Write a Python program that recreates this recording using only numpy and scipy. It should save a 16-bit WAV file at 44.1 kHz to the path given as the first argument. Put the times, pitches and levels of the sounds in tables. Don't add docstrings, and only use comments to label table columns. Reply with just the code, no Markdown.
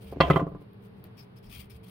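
import sys
import numpy as np
from scipy import signal
from scipy.fft import rfft, irfft, next_fast_len
from scipy.io import wavfile
from scipy.ndimage import uniform_filter1d, map_coordinates

SR = 44100
rng = np.random.default_rng(int(sys.argv[2]) if len(sys.argv) > 2 else 0)


def rack_gain(trim_db):
    fader = np.asarray(trim_db, float)
    return 10 ** (fader / 20)


def wav_record(signal):
    frames = np.transpose(np.atleast_2d(signal))
    bounded = np.clip(frames, -1, 1)
    quanta = np.round(bounded * 32767).astype(np.int16)
    wavfile.write(sys.argv[1], SR, quanta)


N = 83790

# pitch_hz, level_db (per Hz)
AIR_COLOUR = [(300, -35), (550, -4.5), (950, -6), (1500, -11.5), (3200, -19), (4900, -26.5), (6200, -44.5),
              (8000, -48), (9000, -34), (15700, -37)]
# pitch_hz, level_db (per Hz)
RUMBLE_COLOUR = [(15, -29), (40, -31), (102, 1), (151, -4.5), (184, -1.5), (263, -13.5), (430, -13.5),
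                 (505, -18), (600, -37), (780, -40), (1320, -120)]
# pitch_hz, width_hz, level_db
HUM_TONES = [(116.4, 7.3, -57.5), (194.4, 4.5, -56.5), (188, 34, -67), (403, 11.7, -65),
             (446.2, 2.5, -62.5)]
# pitch_hz, likeness (-1 to 1)
BACKGROUND_LIKENESS = [(60, 0.91), (130, .98), (200, 0.95), (380, 0.053), (1290, -0.2), (2400, -0.29),
                       (15000, -0.16)]
# pitch_hz, time_to_fall_60_db_s
ROOM_DECAY = [(100, 0.94), (1000, 0.33), (4000, 0.088), (12000, 0.068)]
# pitch_hz, level_db
MIC_COLOUR = [(4000, -2.5), (5500, -10), (7000, -38.5), (9000, -4), (16000, -20)]

# time_s, level_db
SWAY_LEVEL = [
    (0, -66),
    (.2, -58),
    (.45, -55),
    (.55, -51),
    (.7, -69.5),
    (1.4, -72),
    (1.498, -55),
    (1.65, -66),
    (1.9, -71),
]
# start_s, level_db
TABLE_SHUDDERS = [(0.04, -39), (0.093, -34.5), (0.159, -33), (0.203, -23.5), (0.237, -19.5), (0.301, -22),
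                  (0.362, -35), (0.47, -40), (1.476, -46), (1.568, -36.5), (1.732, -38.5)]

# start_s, length_s, level_db, peak_place (0-1), left_right_db
BLADE_STROKES = [(0, 0.14, -58.5, 0.8, 3.5), (.203, 0.023, -59, 0, 11), (.25, 0.064, -63, 1, -3),
                 (.302, 0.092, -56.5, 0.4, 1.5), (.475, .04, -84.5, 0.3, 6), (.6, .03, -77, 0.57, 7),
                 (.805, 0.07, -74, 0.81, 13), (.965, 0.038, -79, 0.6, 15.5), (1.036, 0.04, -68.5, 0, 3),
                 (1.165, 0.084, -62.5, 0.25, 10.5), (1.359, 0.034, -64.5, 0.93, 14),
                 (1.427, 0.25, -65, 0.13, 9), (1.49, 0.13, -53, 0.94, 8), (1.697, 0.075, -59, 0.04, 8.5),
                 (1.62, .04, -65, .5, 5), (1.831, 0.027, -58, 0.7, 8.5), (1.857, 0.045, -61, 0.2, 9.5)]
# start_s, length_s, level_db, peak_place (0-1), left_right_db
FLAT_GLIDES = [
    (1.168, 0.072, -63, 0.56, 6),
    (1.365, 0.023, -61, 1, 3),
    (1.435, 0.099, -68, 0.2, 7),
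    (1.7, 0.05, -77, 0.1, 18),
]
# start_s, length_s, level_db, peak_place (0-1), left_right_db
DULL_SHIFTS = [
    (0, 0.38, -50.5, 0.8, -4),
    (.21, 0.23, -40.5, 0.25, 3),
    (1.03, 0.069, -55.5, 0.2, 0),
]
# start_s, length_s, level_db, peak_place (0-1), left_right_db
KNIFE_CHATTER = [
    (.212, 0.083, -45, .05, -0.5),
    (.31, 0.044, -47, 0.5, -1.5),
    (.365, 0.061, -52.5, 0.1, -3.5),
]
# pitch_hz, level_db (per Hz)
SCRAPE_COLOUR = [(710, -44), (1200, -6), (1520, -17), (1750, -12.5), (2410, -5), (5070, -11.5),
                 (6300, -16.5), (7600, -20.5), (8970, -16.5), (15700, -6.5)]
# pitch_hz, level_db (per Hz)
DULL_COLOUR = [(150, -34), (300, -12), (600, -7.5), (1200, -22.5), (2500, -26.5), (8000, -51)]
# pitch_hz, level_db (per Hz)
CHATTER_COLOUR = [(600, -40), (1200, -11), (2000, -7), (3000, 4), (4300, -16), (5600, -41), (7500, -65)]
# pitch_hz, width_hz, boost_db
STICK_PEAKS = [(2380, 270, 5.5), (3260, 280, 6.5), (4800, 540, 5), (9040, 830, 12)]
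# pitch_hz, width_hz, boost_db
BLADE_PEAKS = [(4840, 300, 7), (5300, 450, 20)]
# start_s, peak_db
FIBRE_SNAPS = [(0.044, -48), (.121, -52.5), (0.361, -44), (0.49, -59), (.613, -72), (.636, -65),
               (.733, -56), (.745, -63), (0.823, -59), (.844, -76), (.883, -63), (.908, -74), (1.041, -39),
               (1.388, -54), (1.54, -48.5), (1.563, -54), (1.584, -44), (1.657, -58), (1.743, -72),
               (1.761, -56), (1.793, -70), (1.845, -46), (1.897, -50)]
# pitch_hz, level_db
SNAP_COLOUR = [(1500, -28), (3000, -12), (4600, -11), (6800, -52), (9000, -24.5), (12500, -6.5),
               (16000, -16)]

# start_s, pitch_hz, level_db,
# time_to_fall_60_db_s, left_right_db
CAUGHT_RINGS = [(.205, 539, -18, 0.027, 5), (.206, 982, -21.5, 0.047, 1), (.209, 1988, -22.5, 0.054, -2),
                (.206, 2692, -33.5, 0.11, 2), (.206, 3210, -30, 0.1, -5), (.206, 776, -24, 0.061, -6),
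                (.235, 697, -27.5, 0.094, -1), (.279, 1115, -45, 0.097, -5), (.301, 1270, -15.5, 0.038, 3),
                (.306, 2046, -31, 0.057, -10), (.306, 1037, -25, 0.05, 1), (0.304, 156, -23, 0.083, 2.5),
                (.36, 2033, -41, 0.073, -12), (.362, 3177, -37, .045, 1), (.36, 1097, -24.5, 0.061, -5),
                (.396, 1060, -30, 0.064, 2), (.468, 1138, -45.5, 0.058, 7), (.548, 1142, -50.5, 0.044, 0)]
# start_s, level_db, thud_over_board_db, knife_over_board_db, board_tilt_db (per octave)
CONTACTS = [(0.1253, -24.5, -13.5, -14, 6.5), (0.162, -37.5, -4, -30, -37), (0.17, -31, -2, -30, -27),
            (0.2035, -7.5, 1, 4, 17.5), (0.207, -5, -4.5, -2.5, 4.5), (0.2369, -24.5, -9, 5, -21.5),
            (0.249, -28, -6, 0, -22), (0.3006, -11.5, 2.5, 4, 15), (.306, -8.5, -10.5, -2.5, -4),
            (0.341, -21, -18, -27, -9.5), (0.3596, -13, 1.5, 5.5, -8), (0.3677, -12.5, -34, -9, 19.5),
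            (0.3959, -16, -8.5, 1, 16.5), (0.4154, -27, 1.5, -23.5, -29), (.426, -25, 7.5, -10, -6.5),
            (0.468, -22.5, -6.5, -11.5, 0.5), (.519, -35.5, 7.5, -3.5, -7), (0.549, -32.5, 3, -4, -12),
            (0.596, -47, -3, -2, -13), (0.617, -39.5, -8.5, -6, -3)]
# pitch_hz, level_db, time_to_fall_60_db_s
THUD_MODES = [(151.2, 6.5, 0.14), (168.5, 2, 0.19)]
# pitch_hz, level_db, time_to_fall_60_db_s
BOARD_MODES = [(294.6, -2, .11), (379, 3, 0.055), (424.5, 9, 0.028), (535, -2, 0.087), (658, -10, 0.19),
               (685, -14, 0.2), (751.4, -15, 0.053)]
# pitch_hz, level_db, time_to_fall_60_db_s
KNIFE_MODES = [(1026, 1.5, 0.096), (1174, 0, 0.091), (1393, -8.5, 0.1), (1409, -23, 0.093),
               (1988, -7.5, 0.08), (2250, -21, .08), (2692, -13, 0.1), (3155, -5.5, .08), (3210, -7.5, 0.1),
               (3570, -12, .08), (4260, 1.5, 0.03)]

AIR_DB, RUMBLE_DB = -62.5, -52.5
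ROOM_DB, SCRAPE_ROOM_DB, ROOM_LOW_HZ = -17, -6.5, 450
SWAY_HZ, SWAY_WIDTH_HZ = 39.5, 14
SHUDDER_HZ, SHUDDER_S, SHUDDER_RISE_S = 71, 0.27, 0.015
FIBRES_PER_S, FIBRE_DB, FIBRE_SPREAD_DB, PATCHY_DB = 1700, -17.5, 6.5, 1.5
EDGE, SHIFT_EDGE, CHATTER_EDGE = .3, .64, .8
SNAP_S, SNAP_DB, SNAP_LEAN_DB = .008, 9.5, 8
RATTLE, RATTLE_S = .35, .004
RING_RISE_S, RING_DAMPS, RING_ROUGH, RING_TURN = 0.00061, 1.6, .5, .5
RING_DB, ATTACK_S, LONGEST_CYCLES = -10.5, .0004, 110
MODE_SCATTER_DB, DETUNE, SIDE_SCATTER = 1.5, .008, .3
CORNER_HZ, SOFTENS, SOFT_HZ = 5300, 1, 1270
CRACK_DB, CRACK_S = 6.5, 0.067
TOP_HZ = 15800


def unit(x):
    return x / np.sqrt(np.mean(x ** 2) + 1e-20)


def along(points, hz):
    f, v = np.transpose(points)
    return np.interp(np.log(hz + 1), np.log(f + 1), v)


def filtered(x, response):
    n = x.shape[-1]
    m = next_fast_len(n + 8192)
    return irfft(rfft(x, m) * response(np.fft.rfftfreq(m, 1 / SR)), m)[..., :n]


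def wobble(rate):
    return map_coordinates(rng.standard_normal(N // 100), [np.arange(N) * rate / SR])


def pair(response, alike):
    def turn(hz):
        return np.arccos(np.clip(along(alike, hz), -1, 1)) / 2

    noise = rng.standard_normal((2, N))
    mid, side = filtered(noise, lambda hz: response(hz) * [np.cos(turn(hz)), np.sin(turn(hz))])
    return unit(np.array([mid + side, mid - side]))


def sides(db):
    return rack_gain(np.array([[db / 2], [-db / 2]]))


def add(into, s, sound):
    part = into[:, max(round(s * SR), 0):][:, :sound.shape[-1]]
    part += sound[:, :part.shape[-1]]


def room(x):
    hz, t, z = signal.stft(rng.standard_normal((2, SR // 2)), SR, nperseg=256)
    decay = rack_gain(-60 * t / along(ROOM_DECAY, hz)[:, None])
    tail = signal.istft(z * decay, SR, nperseg=256)[1]
    tail = filtered(tail / np.linalg.norm(tail[0]), lambda f: (1j * f / (ROOM_LOW_HZ + 1j * f)) ** 2)
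    late = np.pad(x, ((0, 0), (200, 0)))
    return signal.fftconvolve(late, tail, axes=1)


def room_air():
    return rack_gain(AIR_DB + .8 * wobble(5.5)) * pair(lambda f: rack_gain(along(AIR_COLOUR, f)), BACKGROUND_LIKENESS)


def rumble():
    colour = pair(lambda f: rack_gain(along(RUMBLE_COLOUR, f)), BACKGROUND_LIKENESS)
    return rack_gain(RUMBLE_DB + 0.5 * wobble(6.2)) * colour


def hum():
    return sum(rack_gain(db) * pair(lambda f: 1 / (1 + ((f - hz) / w) ** 2), BACKGROUND_LIKENESS)
               for hz, w, db in HUM_TONES)


def sway():
    s, db = np.transpose(SWAY_LEVEL)
    level = rack_gain(np.interp(np.arange(N) / SR, s, db))
    return level * pair(lambda f: 1 / (1 + ((f - SWAY_HZ) / SWAY_WIDTH_HZ) ** 4), [(40, 0.91)])


def shudders():
    out, t = np.zeros((2, N)), np.arange(SR // 2)[None] / SR
    for s, db in TABLE_SHUDDERS:
        level = rack_gain(db - 60 * t / SHUDDER_S) * (1 - np.exp(-t / SHUDDER_RISE_S))
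        add(out, s, level * np.sin(2 * np.pi * SHUDDER_HZ * t))
    return out


def strokes(rows, spectrum, peaks, edge=EDGE):
    t, press = np.arange(N) / SR, np.zeros((2, N))
    for s, length, db, top, lean_db in rows:
        shape = np.interp((t - s) / length, [0, np.clip(top, .05, .95), 1], [0, 1, 0])
        press += rack_gain(2 * db) * sides(2 * lean_db) * shape ** (2 * edge)

    def body(f):
        boost_db = sum(db / (1 + ((f - c) / w) ** 2) for c, w, db in peaks)
        return rack_gain(along(spectrum, f) + boost_db)

    chance, size = rng.random(N), rng.uniform(-0.36, 1, N)
    clicks = (chance < FIBRES_PER_S / SR) * rack_gain(FIBRE_SPREAD_DB * np.abs(size) * 5.3) * np.sign(size)
    hiss = pair(body, [(200, .95), (700, 0.67), (2000, 0.19), (9000, 0.057)])
    grit = hiss + rack_gain(FIBRE_DB) * unit(filtered(clicks, body))
    z = signal.stft(grit, nperseg=256)[2]
    field = uniform_filter1d(rng.standard_normal(z.shape[1:]), 3, 0)
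    field = uniform_filter1d(field, 12, 1)
    grit = signal.istft(z * rack_gain(PATCHY_DB * unit(field)), nperseg=256)[1][:, :N]
    unsteady = rack_gain(2.8 * wobble(40.5) + 2.3 * wobble(180))
    return np.sqrt(press) * unsteady * unit(grit)


def snaps():
    out, t = np.zeros((2, N)), np.arange(1024) / SR
    for s, db in FIBRE_SNAPS:
        tick = rng.standard_normal(len(t)) + .5 * rng.standard_normal((2, len(t)))
        add(out, s, rack_gain(db + SNAP_DB - 60 * t / SNAP_S) * sides(SNAP_LEAN_DB) * tick)
    return filtered(out, lambda f: rack_gain(along(SNAP_COLOUR, f)))


def rings():
    out, t = np.zeros((2, N)), np.arange(SR // 3) / SR
    for s, hz, db, t60, lean_db in CAUGHT_RINGS:
        high = min(hz / 1500, 1)
        shake = uniform_filter1d(rng.standard_normal((2, len(t))), round(RATTLE_S * SR))
        shake = RING_ROUGH * unit(shake) * high
        apart = RING_TURN * high * rng.choice([-1, 1]) * np.array([[1], [-1]])
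        turn = 2 * np.pi * hz * t + shake[0] + apart
        level = rack_gain(db - 60 * (t / t60) ** RING_DAMPS) * (1 - np.exp(-t / RING_RISE_S))
        add(out, s, sides(lean_db) * level * (1 + shake[1] / 2) * np.sin(turn))
    return out + rack_gain(ROOM_DB) * room(out)[:, :N]


def bounces():
    out, t = np.zeros((2, N)), np.arange(SR // 3) / SR
    hz, level, t60 = np.transpose(THUD_MODES + BOARD_MODES + KNIFE_MODES)[:, :, None]
    t60 = np.minimum(t60, LONGEST_CYCLES / hz)
    counts = [len(THUD_MODES), len(BOARD_MODES), len(KNIFE_MODES)]
    lean = SIDE_SCATTER * np.sign(rng.standard_normal(hz.shape)) * np.minimum(hz / 1000, 1)
    for s, db, thud_db, knife_db, tilt_db in CONTACTS:
        group_db = np.repeat([thud_db, 0, knife_db], counts)[:, None]
        group_db = group_db + np.repeat([0, tilt_db, 0], counts)[:, None] * np.log2(hz / 450)
        corner_hz = SOFT_HZ + CORNER_HZ * rack_gain(SOFTENS * db)
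        scatter_db = MODE_SCATTER_DB * rng.standard_normal(hz.shape)
        gain = rack_gain(level + group_db + scatter_db - 60 * t / t60) / (1 + (hz / corner_hz) ** 6)

        shake = uniform_filter1d(rng.standard_normal((2, len(hz), len(t))), round(RATTLE_S * SR))
        shake *= np.sqrt(RATTLE_S * SR)
        shake *= RATTLE * np.minimum(hz / 1800, 1) * np.minimum(t / RATTLE_S, 1)
        turn = 2 * np.pi * hz * (1 + DETUNE * rng.standard_normal(hz.shape)) * t + shake[0]
        gain = gain * (1 + shake[1] / 2)
        ring = np.array([-(gain * rack_gain(6.4 * k * lean) * np.sin(turn + k * lean)).sum(axis=0)
                         for k in (1, -1)])

        crack = rng.standard_normal(len(t)) + 2.0 * rng.standard_normal((2, len(t)))
        crack = rack_gain(CRACK_DB + 0.63 * db - 60 * t / CRACK_S) * crack
        crack = filtered(crack, lambda f: 1 / (1 + 1j * f / (1.2 * corner_hz)) ** 4)

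        def colour(f):
            low_cut = 1j * f / (90 + 1j * f)
            return rack_gain(along(MIC_COLOUR, f)) * low_cut / (1 + (f / (1.4 * corner_hz)) ** 4) ** .5

        blow = filtered(rack_gain(db + RING_DB) * (ring + crack) * (1 - np.exp(-t / ATTACK_S)), colour)
        add(out, s, blow)
        add(out, s, rack_gain(ROOM_DB) * room(blow))
    return out


def scene():
    background = room_air() + rumble() + hum() + sway() + shudders()
    blade = strokes(BLADE_STROKES, SCRAPE_COLOUR, STICK_PEAKS)
    blade += strokes(FLAT_GLIDES, SCRAPE_COLOUR, BLADE_PEAKS)
    blade += strokes(DULL_SHIFTS, DULL_COLOUR, [], SHIFT_EDGE)
    blade += strokes(KNIFE_CHATTER, CHATTER_COLOUR, [], CHATTER_EDGE)
    blade += snaps()
    blade_room = rack_gain(SCRAPE_ROOM_DB) * room(blade)[:, :N]
    return background + blade + blade_room + rings() + bounces()


def top_cut(x):
    return signal.sosfilt(signal.butter(12, 16500, fs=SR, output="sos"), x)


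def record(dry):
    mix = filtered(dry, lambda hz: hz < TOP_HZ)
    return top_cut(mix)


dry = scene()
out = record(dry)
wav_record(out)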